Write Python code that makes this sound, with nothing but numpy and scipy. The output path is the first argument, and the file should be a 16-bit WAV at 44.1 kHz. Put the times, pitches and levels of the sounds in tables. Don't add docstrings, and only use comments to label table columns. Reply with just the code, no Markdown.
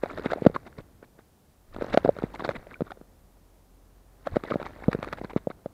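import sys
import numpy as np
from scipy import signal
from scipy.fft import rfft, irfft, next_fast_len
from scipy.io import wavfile
from scipy.ndimage import uniform_filter1d

SR = 44100
rng = np.random.default_rng(int(sys.argv[2]) if len(sys.argv) > 2 else 0)


def persist_wave(psi):
    counts = np.round(np.clip(psi, -1, 1) * 32767).astype(np.int16)
    wavfile.write(sys.argv[1], SR, np.atleast_2d(counts).T)


N = 252693
TIME = np.arange(N) / SR

# first_beat_s, last_beat_s, beats, gap_ratio (each gap over the one before),
# first_db, last_db, mist_db (against the splash)
FLUTTERS = [(0.039, 0.321, 5, 0.985, -40.5, -36, -19), (1.745, 2.056, 5, 0.98, -46.5, -38, -14.5),
            (2.353, 2.561, 5, 0.97, -36.5, -34.5, -15.5), (4.271, 4.613, 5, 0.936, -38.5, -41.5, -17),
            (5.028, 5.376, 7, 1.06, -42, -39, -18.5)]
# middle_s, length_s, splash_db
PLUNGES = [(0.261, 0.016, -32.5), (0.312, 0.015, -34), (0.45, 0.031, -44.5), (.553, 0.0095, -36.5),
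           (0.672, 0.016, -44.5), (0.796, 0.018, -43), (1.039, 0.015, -52), (1.197, 0.017, -57.5),
           (1.914, 0.0044, -45.5), (1.939, 0.011, -26), (2.199, 0.0083, -44.5), (2.243, 0.02, -43),
           (2.452, 0.011, -30), (2.724, 0.023, -46), (2.874, 0.02, -49), (2.908, 0.0058, -41),
           (4.337, 0.014, -44.5), (4.483, 0.0092, -39), (4.513, .012, -31.5), (4.663, .014, -38.5),
           (4.843, 0.0095, -41), (4.919, 0.0051, -35), (5.51, 0.01, -41.5)]
# start_s, end_s, churn_db
STIRS = [(.08, 0.293, -49), (1.82, 1.918, -48), (2.17, 2.222, -53.5), (2.4, 2.497, -53), (4.28, 4.353, -55),
         (4.49, 5.09, -53.5)]
# start_s, peak_db, pitch_hz, t60_s
BUBBLES = [(0.099, -30, 1310, 0.019), (0.111, -49, 1340, 0.021), (0.565, -29.5, 1540, 0.0083),
           (0.728, -44.5, 1470, 0.0055), (2.742, -34, 2280, 0.019), (2.756, -43.5, 1460, 0.047),
           (4.401, -42.5, 1209, 0.013), (4.464, -41, 1970, 0.033), (4.989, -49, 2600, 0.015),
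           (5.04, -33, 1360, 0.0094), (5.216, -42, 1940, 0.0099)]
# start_s, thud_peak_db, contact_s, ring_peak_db, ring_hz, splat_db
DROPS = [(.0352, -20.5, 0.00038, -16, 521, -28.5), (.0584, -38, .00023, -29, 720, -35.5),
         (.1749, -47, 0.00064, -33, 670, -31), (.1842, -27, 0.00029, -44, 520, -36),
         (.1951, -41, 0.001, -24, 434, -36), (.2598, -13.5, 0.00048, -32, 436, -36),
         (.3198, -39, 0.0009, -18, 520, -32), (.3329, -32, 0.00014, -16, 665, -24.5),
         (.3596, -35, .00055, -29, 430, -59), (.3727, -35, 0.00048, -28, 580, -59),
         (.3831, -39, .0003, -31, 686, -61), (.4208, -20, 0.00084, -22, 436, -56),
         (.4512, -25, 0.00025, -18.5, 460, -34.5), (.4631, -33, 0.0014, -3, 502.6, -27.5),
         (.4664, 1, 0.00067, -20.5, 600, -21.5), (.498, -29, 0.0012, -25.5, 452, -53),
         (.5533, -30, 0.00082, -38, 720, -35), (.5616, -25, 0.00036, -17.5, 1083, -31),
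         (.7857, -32.5, 0.0018, -33, 493, -59), (1.0279, -38.5, 0.00036, -50, 486, -48),
         (1.1897, -49, 0.00082, -45, 445, -52), (1.7634, -27.5, 0.00057, -34.5, 626.5, -36.5),
         (1.7856, -28.5, 0.00043, -44, 790, -51), (1.811, -50, .0011, -23, 540, -37),
         (1.8214, -23.5, 0.00036, -19, 493, -31.5), (1.8441, -32, .00036, -30, 560, -36),
         (1.9416, -20.5, 0.00073, -15, 487, -26.5), (1.9459, -24, 0.00052, -12.5, 590, -30),
         (1.9741, -6.5, .00032, -5.5, 642, -16.5), (2.0482, -13.5, 0.00044, -13.5, 477, -30.5),
         (2.0556, -20, 0.00056, -30, 460, -37), (2.0588, -26, 0.00062, -14.5, 676, -41),
         (2.0767, -22, 0.00081, -24, 480, -34), (2.0835, -24, 0.00041, -29, 518, -48),
         (2.0907, -21, 0.00073, -4, 539, -34), (2.1657, -39, .0008, -30, 580, -39.5),
         (2.1868, -35, .001, -27, 446, -33.5), (2.2229, -22.5, 0.00017, -40, 457, -46),
         (2.2375, -13.5, 0.00072, -37, 715, -54), (2.3949, -33, 0.00093, -48, 750, -32),
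         (2.4221, -24.5, 0.00036, -37, 740, -42), (2.4486, -29, 0.0022, -34, 514, -27),
         (2.4782, -26, 0.00046, -49, 730, -38), (2.4905, -26.5, 0.0019, -14.5, 565, -23),
         (2.6686, -60, 0.00033, -37, 610, -46), (2.8067, -23.5, 0.001, -19, 487, -35.5),
         (2.819, -15, 0.00073, -40, 870, -42), (2.918, -41, 0.00024, -29, 763, -34.5),
         (2.9723, -56.5, .0003, -41, 470, -56), (3.0126, -34.5, 0.00051, -54.5, 615, -53),
         (4.2707, -34.5, 0.0012, -16, 600, -25), (4.3587, -29, 0.00045, -19.5, 530, -30),
         (4.3671, -9.5, 0.00038, -17, 571, -29), (4.4368, -26.5, .00039, -30, 430, -30),
         (4.5113, -24, 0.00053, -19.5, 520, -36), (4.5196, -20, 0.00074, -19, 1240, -45),
         (4.541, -23, .00055, -25, 520, -32), (4.557, -14.5, 0.00062, -20.5, 553, -50),
         (4.5989, -45, 0.00041, -25.5, 580, -40), (4.6156, -25.5, .00027, -35, 850, -45),
         (4.6275, -35.5, 0.00074, -33, 840, -31.5), (4.6641, -34, 0.00024, -30, 820, -34.5),
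         (4.823, -32, .0002, -38, 760, -46), (4.8823, -8, 0.0014, -39, 675, -38),
         (4.887, -19, 0.0013, -14, 493, -62), (4.9297, -36, 0.00045, -30, 470, -23),
         (4.9483, -19, 0.0012, -18, 420, -35), (4.9885, -25.5, 0.00091, -53, 705, -44),
         (5.0282, -33, .0013, -24, 520, -27), (5.0382, -34, 0.00031, -57, 610, -34),
         (5.0452, -38, 0.00026, -50, 780, -30.5), (5.0719, -32, 0.0004, -33, 476, -60),
         (5.086, -50, .00065, -41, 580, -34.5), (5.1273, -40, 0.00059, -38, 810, -25.5),
         (5.132, -30.5, 0.00078, -29.5, 670, -27), (5.214, -24, 0.00046, -34.5, 663, -55),
         (5.246, -25.5, 0.0007, -49, 440, -36.5), (5.3329, -45, 0.00071, -31.5, 456, -42),
         (5.3623, -9.5, .00066, -53, 824, -40), (5.4713, -19.5, 0.00072, -16.5, 520, -52),
         (5.5021, -26.5, .00036, -45, 597, -55.5), (5.6594, -26, 0.00061, -22.5, 542, -43.5)]
# middle_s, length_s, level_db
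PUFFS = [(0.498, 0.045, -42.5), (0.8, 0.037, -50.5), (1.76, 0.062, -44), (1.82, 0.02, -51),
         (1.925, 0.027, -35), (2.09, 0.04, -45), (2.59, 0.026, -42), (4.337, 0.019, -31.5)]
# time_s, pitch_hz, level_db
DRONE = [(0, 50.45, -54), (1.3, 46, -75.5), (2.3, 50.9, -50), (2.65, 42, -60), (3.1, 42.6, -61.5),
         (4.15, 46.1, -57.5), (4.7, 46.56, -54), (5.2, 48, -52), (5.73, 46.7, -68)]

# frequency_hz, level_db (per Hz)
SHEET_SPECTRUM = [(40, -20.5), (130, -4), (270, 8.5), (400, 5.5), (600, 0), (950, -2), (1400, -3),
                  (1750, -6), (2200, -7), (2800, -25.5), (4000, -29.5), (16000, -69.5)]
SPRAY_SPECTRUM = [(40, -46.5), (1500, -23), (2600, 3.5), (3100, -2), (3750, 6.5), (4300, -0.5),
                  (5000, -6.5), (6200, -15), (7500, -14), (9000, -21.5), (12000, -19), (16000, -31)]
PATTER_SPECTRUM = [(40, -20.5), (130, -2), (270, 12.5), (400, 3.5), (600, 0.5), (950, -1), (1400, -3),
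                   (1800, -2.5), (2250, -7.5), (2800, -34), (4000, -40), (16000, -70.5)]
FIZZ_SPECTRUM = [(40, -49), (1500, -16), (2600, 2), (3100, -2.5), (3750, 1.5), (4400, -2), (5200, -10.5),
                 (7500, -19.5), (16000, -34)]
SLOSH_SPECTRUM = [(15, -14), (35, -8), (75, -2), (110, -4.5), (200, -8.5), (450, -14.5), (1500, -31.5),
                  (4000, -55)]
SPLAT_SPECTRUM = [(40, -41.5), (500, -1.5), (950, -2), (1350, 8), (1800, -8), (2250, -7.5), (2800, -27.5),
                  (4000, -31), (16000, -77.5)]
PUFF_SPECTRUM = [(8, -17.0), (28, 4.5), (55, -9.5), (90, -1.5), (180, -13.5), (500, -49.5), (4000, -100)]
AIR_SPECTRUM = [(15, -12), (30, -5), (72, 0.5), (105, -6), (170, -7.5), (420, -12), (750, -15),
                (1500, -24.5), (3000, -40.5), (16000, -58.5)]
HISS_SPECTRUM = [(20, -1), (2000, 0.5), (8000, -0.5), (15000, 0), (16000, -11)]

BEAT_S = 0.012
STROKE_DRAG = 1.21
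PLUNGE_MIST_DB, MIST_PER_DB = -14.5, 0.18
BUILD_DB_PER_S, SETTLE_DB_PER_S = 186, 40
SLOSH_DB, SLOSH_SETTLE_DB_PER_S = 0.5, 16.5
SPLAT_SPRAY_DB = -15.5
LIGHT_PER_S, LIGHT_DB, LIGHT_SPREAD_DB = 30, 8, 2.5
LIGHT_CONTACT_S, LIGHT_RING_HZ, LIGHT_SPLAT_DB = 0.00017, (427, 740), -5.5
AIR_DB, AIR_RISE_DB_PER_S = -65, 1.12
CUT_HZ = 15800


def wings():
    sheet_power, mist_power = np.zeros((2, N))
    for s, length, splash_db, mist_db in strokes():
        power = stroke_shape(s, length) ** 2
        sheet_power += amp(splash_db) ** 2 * power
        mist_power += amp(mist_db) ** 2 * power
    sheet = water(SHEET_SPECTRUM, per_s=1700, spread_db=6.5, smooth=0.25, cycles=2.9)
    mist = water(SPRAY_SPECTRUM, per_s=3000, spread_db=6.5, smooth=0.19, cycles=2.6)
    return np.sqrt(sheet_power) * steadied(sheet, 0.022) + np.sqrt(mist_power) * steadied(mist, 0.039)


def strokes():
    hardest_db = max(db for _, _, db in PLUNGES)
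    rows = []
    for s, length, db in PLUNGES:
        mist_db = db + PLUNGE_MIST_DB + MIST_PER_DB * (db - hardest_db)
        rows.append((s, length, db, mist_db))
    for first, last, beats, gap_ratio, first_db, last_db, mist_db in FLUTTERS:
        steps = np.cumsum(gap_ratio ** np.arange(round(beats))) - 1
        for part in steps / steps[-1]:
            db = first_db + part * (last_db - first_db)
            rows.append((first + part * (last - first), BEAT_S, db, db + mist_db))
    return rows


def stroke_shape(s, length):
    return np.where(TIME < s, swell(s, length * STROKE_DRAG), swell(s, length / STROKE_DRAG))


def churn():
    patter = amp(0.5) * water(PATTER_SPECTRUM, per_s=1000, spread_db=0.5, smooth=0.3, cycles=1.2)
    fizz = water(FIZZ_SPECTRUM, per_s=1300, spread_db=6.0, smooth=0.35, cycles=4.6)
    fizz = amp(-14.0) * steadied(fizz, 0.018)
    slosh = amp(SLOSH_DB) * stirred(SLOSH_SETTLE_DB_PER_S) * noise(SLOSH_SPECTRUM)
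    out = stirred(SETTLE_DB_PER_S) * (patter + fizz) + slosh
    for s, db, hz, t60 in BUBBLES:
        add(out, s, amp(db) * mode(hz, rise=0.00019, decay=t60 / np.log(1000), glide=0.008))
    return out


def stirred(settle_db_per_s):
    spells = []
    for start, end, db in STIRS:
        before = BUILD_DB_PER_S * np.maximum(start - TIME, 0)
        after = settle_db_per_s * np.maximum(TIME - end, 0)
        spells.append(db - before - after)
    return amp(np.max(spells, axis=0))


def light_drops():
    level = 20 * np.log10(stirred(SETTLE_DB_PER_S) + 1e-9) + LIGHT_DB
    rows = []
    for slot, (when, thud, ring, pitch, splat) in enumerate(rng.random((400, 5))):
        s = (slot + when) / LIGHT_PER_S
        if s < TIME[-1]:
            luck = np.log(np.clip([thud, ring, splat], 1e-3, 1)) + 1
            thud_db, ring_db, splat_db = level[int(s * SR)] + LIGHT_SPREAD_DB * luck
            ring_hz = np.interp(pitch, [0, 1], LIGHT_RING_HZ)
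            rows.append((s, thud_db, LIGHT_CONTACT_S, ring_db, ring_hz, splat_db + LIGHT_SPLAT_DB))
    return rows


def knocks(drops):
    t = np.arange(2048) / SR
    out = np.zeros(N)
    wall = mode(560, rise=0.003, decay=0.0082)
    for s, thud_db, contact, ring_db, ring_hz, _ in drops:
        u = t / contact
        pressure = u * (2 - u) * np.exp(-u)
        thud = amp(thud_db) * through_case(pressure, top_hz=617)
        ring = mode(ring_hz, rise=0.00099, decay=0.002)
        ring = amp(ring_db) * through_case(ring, top_hz=1.6 * ring_hz)
        add(out, s, thud + ring + amp(ring_db - 27.0) * wall)
    return out


def through_case(wave, top_hz):
    band = signal.butter(2, [135, top_hz], "band", fs=SR, output="sos")
    wave = signal.sosfilt(band, wave)
    return wave / abs(wave).max()


def splats(drops):
    t = np.arange(2048) / SR
    burst = (1 - np.exp(-t / 0.00082)) * (np.exp(-t / 0.0015) + 0.021 * np.exp(-t / 0.014))
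    burst = burst / burst.max()
    power = np.zeros(N)
    for s, *_, splat_db in drops:
        add(power, s, (amp(splat_db) * burst) ** 2)
    crackle = steadied(noise(SPLAT_SPECTRUM), 0.0013)
    spray = amp(SPLAT_SPRAY_DB) * steadied(noise(SPRAY_SPECTRUM), 0.0044)
    return np.sqrt(power) * (crackle + spray)


def puffs():
    push = sum(amp(db) * swell(s, length) for s, length, db in PUFFS)
    return push * steadied(noise(PUFF_SPECTRUM), 0.3)


def garden():
    phase = 2 * np.pi * np.cumsum(curve(DRONE)) / SR
    tones = np.sin(phase) + amp(-11.5) * np.sin(2 * phase)
    drone = np.sqrt(2) * amp(curve(DRONE, axis=2)) * tones
    air = amp(AIR_DB + AIR_RISE_DB_PER_S * TIME) * noise(AIR_SPECTRUM)
    return drone + air + amp(-70.5) * noise(HISS_SPECTRUM)


def water(points, per_s, spread_db, smooth, cycles, count=28):
    size = next_fast_len(N)
    grains = np.zeros(size)
    for hz in np.geomspace(450, 10000, count):
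        grain = mode(hz, rise=0.08 / hz, decay=cycles / hz, glide=0.049)
        draws = rng.random((600, 2))
        for when, chance in draws[:int(per_s * N / SR / count)]:
            strength = amp(spread_db * min(-np.log(chance), 3.5))
            add(grains, when * N / SR, grain * hz * strength)
    return colour(unit(grains) + smooth * rng.standard_normal(size), points)[:N]


def mode(hz, rise, decay, glide=0):
    t = np.arange(2048) / SR
    envelope = (1 - np.exp(-t / rise)) * np.exp(-t / decay)
    wave = envelope * np.sin(2 * np.pi * hz * t * (1 + glide * t / decay))
    return wave / abs(wave).max()


def swell(s, length):
    out = np.zeros(N)
    near = slice(*np.searchsorted(TIME, [s - 2 * length, s + 2 * length]))
    out[near] = 2 ** (-2 * ((TIME[near] - s) / length) ** 2)
    return out


def steadied(x, length):
    power = uniform_filter1d(x ** 2, max(int(length * SR), 2))
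    return x / np.sqrt(abs(power) + 1e-6)


def noise(points):
    return colour(rng.standard_normal(next_fast_len(N)), points)[:N]


def colour(x, points):
    hz, db = np.transpose(points)
    bins_hz = np.fft.rfftfreq(len(x), 1 / SR)
    gain = amp(np.interp(np.log(bins_hz + 1), np.log(hz), db))
    return unit(irfft(rfft(x) * gain, len(x)))


def curve(rows, axis=1):
    rows = np.asarray(rows)
    return np.interp(TIME, rows[:, 0], rows[:, axis])


def add(mix, s, sound):
    part = mix[max(round(s * SR), 0):][:len(sound)]
    part += sound[:len(part)]


def unit(x):
    return x / np.sqrt(np.mean(x ** 2) + 1e-20)


def amp(db):
    return 10 ** (np.asarray(db) / 20)


def scene():
    drops = list(DROPS) + light_drops()
    return (wings() + churn() + knocks(drops) + splats(drops) + puffs() + garden())[None]


def record(dry):
    clipped = np.clip(dry, -0.9, 0.9)
    lowpass = signal.firwin(511, CUT_HZ, window=("kaiser", 9), fs=SR)
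    return signal.oaconvolve(clipped, lowpass[None], "same")


dry = scene()
out = record(dry)
persist_wave(out)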